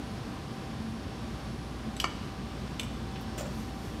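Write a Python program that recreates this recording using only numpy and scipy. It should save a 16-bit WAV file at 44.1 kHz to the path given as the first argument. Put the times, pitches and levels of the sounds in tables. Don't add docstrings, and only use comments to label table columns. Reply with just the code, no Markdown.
import sys
import numpy as np
from scipy import signal
from scipy.fft import rfft, irfft
from scipy.io import wavfile

SR = 44100
rng = np.random.default_rng(int(sys.argv[2]) if len(sys.argv) > 2 else 0)


def generate_wav(signal):
    frames = np.transpose(np.atleast_2d(signal))
    scaled = np.clip(frames, -1, 1) * 32767
    pcm = np.round(scaled).astype(np.int16)
    wavfile.write(sys.argv[1], SR, pcm)


N = 176400


def undb(db):
    return 10 ** (np.asarray(db) / 20)


def seconds():
    return np.arange(N) / SR


def curve(points):
    return undb(np.interp(seconds(), *np.array(points).T))


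def shaped(gain):
    hz = np.arange(N // 2 + 1) * SR / N + 1e-3
    x = irfft(rfft(rng.standard_normal(N)) * gain(hz), N)
    return x / x.std()


def noise(points, tilt_db=0):
    hz, db = np.array(points).T

    def gain(f):
        eq_db = np.interp(np.log(f), np.log(hz), db) + tilt_db * np.log2(f)
        return undb(eq_db) / np.hypot(1, (hz[0] / f) ** 4)
    return shaped(gain)


def band(hz, width_hz):
    return shaped(lambda f: 1 / (1 + ((f / hz - hz / f) * hz / width_hz / 2) ** 2) ** 2)


def drift(rate_hz):
    return shaped(lambda f: np.exp(-(f / rate_hz) ** 2))


def burst(start, rise, t60):
    age = seconds() - start
    return np.clip(age / rise, 0, 1) * np.exp(-np.log(1000) * np.maximum(age - rise, 0) / t60)


def ring(start, modes, rise):
    age = seconds() - start - rise
    out = 0
    for hz, db, t60 in modes:
        phase = 2 * np.pi * hz * age + rng.uniform(-1.06, 1) * hz / 2000
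        out += undb(db) * burst(start, rise, t60) * np.sin(phase)
    return out


def tone(hz):
    return np.sqrt(2) * np.sin(2 * np.pi * np.cumsum(hz * np.ones(N)) / SR + 2 * np.pi * rng.random())


def valve():
    # (frequency [Hz], relative level [dB], t60 [s])
    plunger_modes = [(3170, -16, 0.033), (3810, -3, .04), (6050, -7, .03), (8000, 1, 0.023),
                     (10700, -10, .015)]
    # (frequency [Hz], closing gain [dB], opening gain [dB], t60 [s])
    body_modes = [(2420, -21, -6.5, 0.12), (2570, -21, -23, .08), (2934, -10, -15, .07),
                  (2984, -1, -5, 0.039), (3300, -4.5, -14, 0.041), (3550, -28, 1, 0.054),
                  (4180, -16, -25, 0.074), (4880, -2, -31, 0.02), (5620, -11, -20, 0.075),
                  (6180, -15, -4.5, 0.026), (6794, -28, -21, .07), (8040, -21, -4, 0.026),
                  (12650, -18, -30, .03)]
    # (frequency [Hz], gain [dB])
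    crack_eq = [(400, -22), (1400, -7), (2800, 5), (3900, -6.5), (5200, -6.5), (6800, -8.5), (8200, -8.5),
                (9100, -14.5), (11000, -14), (12600, -14), (13600, -25), (15500, -23)]
    # (time [s], ring gain [dB], crack gain [dB], treble tilt [dB/octave], opening [0 or 1])
    clacks = [(2.0001, -26.5, -28.5, .5, 0), (2.7961, -32, -32, 0, 1), (2.8312, -45, -41, 1, 1)]
    tick_s, crack_t60_s = 1.9654, .041
    out = undb(-40.5) * ring(tick_s, plunger_modes, rise=.001)
    out += undb(-45) * burst(tick_s, .001, crack_t60_s) * noise(crack_eq, tilt_db=1.5)
    for start, ring_db, crack_db, tilt_db, opening in clacks:
        modes = [(hz, open_db if opening else close_db, t60) for hz, close_db, open_db, t60 in body_modes]
        out += undb(ring_db) * ring(start, modes, rise=.000396)
        out += undb(crack_db) * burst(start, .00061, crack_t60_s) * noise(crack_eq, tilt_db)
    return out


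def clunk():
    # (frequency [Hz], relative level [dB], t60 [s])
    stop_modes = [(329, -8, 0.024), (554, -16, .05), (704, -13.5, 0.059), (1040, -5.5, 0.024),
                  (1193, -1.5, .02), (1370, -12, 0.023), (1795, -12.5, 0.035), (2274, -7.5, 0.029),
                  (2906, -9.5, 0.029), (3090, -19, .05), (4440, -13, 0.031), (5140, -20, 0.034),
                  (6290, -23, .04)]
    # (frequency [Hz], gain [dB])
    thud_eq = [(120, -2), (300, -8), (700, -8), (1200, 8), (1600, -13), (2900, -6), (3700, -14),
               (4700, -5.5), (7500, -16), (9000, -28), (15500, -38)]
    hit_s = 2.0412
    body = undb(-20.5) * ring(hit_s, stop_modes, rise=.002515)
    thud = undb(-24.5) * burst(hit_s, rise=.00055, t60=.036) * noise(thud_eq)
    return body + thud


def venting():
    # (frequency [Hz], gain [dB])
    puff_eq = [(300, -10), (600, 10), (900, -7), (1250, 3), (2100, -6.5), (3000, -2.5), (4400, -10),
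               (5700, -6), (6500, -7.5), (7050, 1), (7650, -3), (8400, -12), (9000, -6.5), (10000, -23),
               (11700, -16.5), (13700, -15), (15500, -21)]
    # (time [s], level [dB], attack [s], t60 [s], centre [Hz], width [Hz])
    spit_cues = [(3.15, -46.5, 0.01, .12, 2600, 1800), (3.205, -56, .008, .1, 11900, 5500)]
    # (frequency [Hz], gain [dB])
    leak_eq = [(2500, -22), (5500, 4.5), (7000, 1), (8500, -2), (11500, -1), (13500, -5), (15500, -14)]
    # (time [s], level [dB])
    leak_level = [(3.35, -85), (3.5, -63), (3.6, -56.5), (3.72, -66), (3.86, -57.5), (4, -68)]
    puff_s = 3.376
    flutter_db = 2.5 * drift(150)
    puff = undb(-37.5 + flutter_db) * burst(puff_s, rise=.003, t60=.31) * noise(puff_eq)
    hollow = undb(-40.5) * burst(puff_s, rise=.05, t60=.54) * band(563, width_hz=115)
    spits = sum(undb(db) * burst(start, rise, t60) * band(hz, width)
                for start, db, rise, t60, hz, width in spit_cues)
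    return puff + hollow + spits + curve(leak_level) * noise(leak_eq)


def cabinet():
    # (frequency [Hz], gain [dB])
    rumble_eq = [(20, -56), (31, -36), (40, -7.5), (50, -7.5), (64, -6.5), (78, 0), (98, -2.5), (122, 0),
                 (160, -3.5), (190, -2), (250, -4.5), (285, -6), (320, -8.5), (360, -10.5), (430, -17.5),
                 (600, -31.5), (1200, -64)]
    # (time [s], level [dB])
    rumble_level = [(0, -39.5), (.6, -40), (1.1, -39), (1.9, -39.5), (2.5, -40), (3.0, -39.5), (4, -39.5)]
    rumble = curve(rumble_level) * noise(rumble_eq)
    panel = undb(-47.5) * band(221.7, width_hz=9)
    return rumble + panel


def fans():
    # (frequency [Hz], gain [dB])
    rush_eq = [(400, 1.5), (520, -3), (680, -3.5), (880, -6.5), (1020, -3.5), (1250, -8), (1600, -9.5),
               (2100, -13), (2900, -13.5), (3700, -15), (4500, -16), (5400, -19), (6400, -22.5),
               (7400, -26.5), (9100, -26.5), (10200, -31.5), (11700, -31.5), (13500, -37.5), (15500, -44)]
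    return undb(-46 + .41 * drift(3)) * noise(rush_eq)


def motor():
    # (time [s], level [dB])
    hum_level = [(0, -51), (.7, -55), (1.3, -44.5), (1.8, -44.5), (2.3, -46), (3.0, -44), (4, -46)]
    waver_db = drift(4)
    hum_hz = 59.05 * (1 + .0059 * drift(3.4))
    return curve(hum_level) * undb(waver_db) * tone(hum_hz)


def pump():
    # (harmonic number, base level [dB])
    partials = [(2, -56), (3, -64), (4, -72), (9, -73), (12, -73), (14, -70)]
    # (time [s], gain [dB])
    treble_gain = [(0, 2), (.3, 0.5), (.7, -4), (1.3, 2.5), (1.9, -5), (2.3, 0), (2.7, 2.5), (3.3, 3),
                   (3.7, 1), (4, -0.5)]
    pump_hz, treble_above_hz = 388.05, 3000
    pitch_hz = pump_hz * (1 + .00061 * drift(3.1))
    out = 0
    for harmonic, db in partials:
        swell = curve(treble_gain) if harmonic * pump_hz > treble_above_hz else 1
        out += undb(db + 2.5 * drift(4.1)) * swell * tone(harmonic * pitch_hz)
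    return out


def drive():
    # (time [s], level [dB])
    whistle_level = [(0, -74), (.12, -69), (.3, -83), (.62, -72), (.74, -75), (.88, -70), (1.1, -77),
                     (1.3, -73), (1.65, -71), (1.9, -78), (2.5, -85), (2.8, -74), (3.1, -86), (4, -84)]
    return curve(whistle_level) * undb(1.2 * drift(10)) * tone(hz=10001)


def enclosure(x):
    # (frequency [Hz], gain [dB])
    walls_eq = [(100, 2), (1000, -5), (3000, -2), (6000, -3), (9000, 3), (15500, -2.5)]
    # (frequency [Hz], gain [dB])
    hall_eq = [(100, -5), (1000, -3.5), (3000, -0.5), (5500, -3), (8000, -1), (15500, -15)]
    out = x
    for eq, send_db, t60 in ((walls_eq, -7.5, .095), (hall_eq, -12.5, .82)):
        echo = noise(eq) * burst(start=.0068, rise=.0025, t60=t60)
        out = out + undb(send_db) * signal.fftconvolve(x, echo / np.linalg.norm(echo))[:N]
    return out


def scene():
    bed = fans() + cabinet() + motor() + pump() + drive()
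    return (bed + enclosure(valve() + clunk()) + venting())[None]


def record(dry):
    cutoff_hz = 15680
    return signal.sosfilt(signal.ellip(10, .2, 70, cutoff_hz, fs=SR, output="sos"), dry)


dry = scene()
out = record(dry)
generate_wav(out)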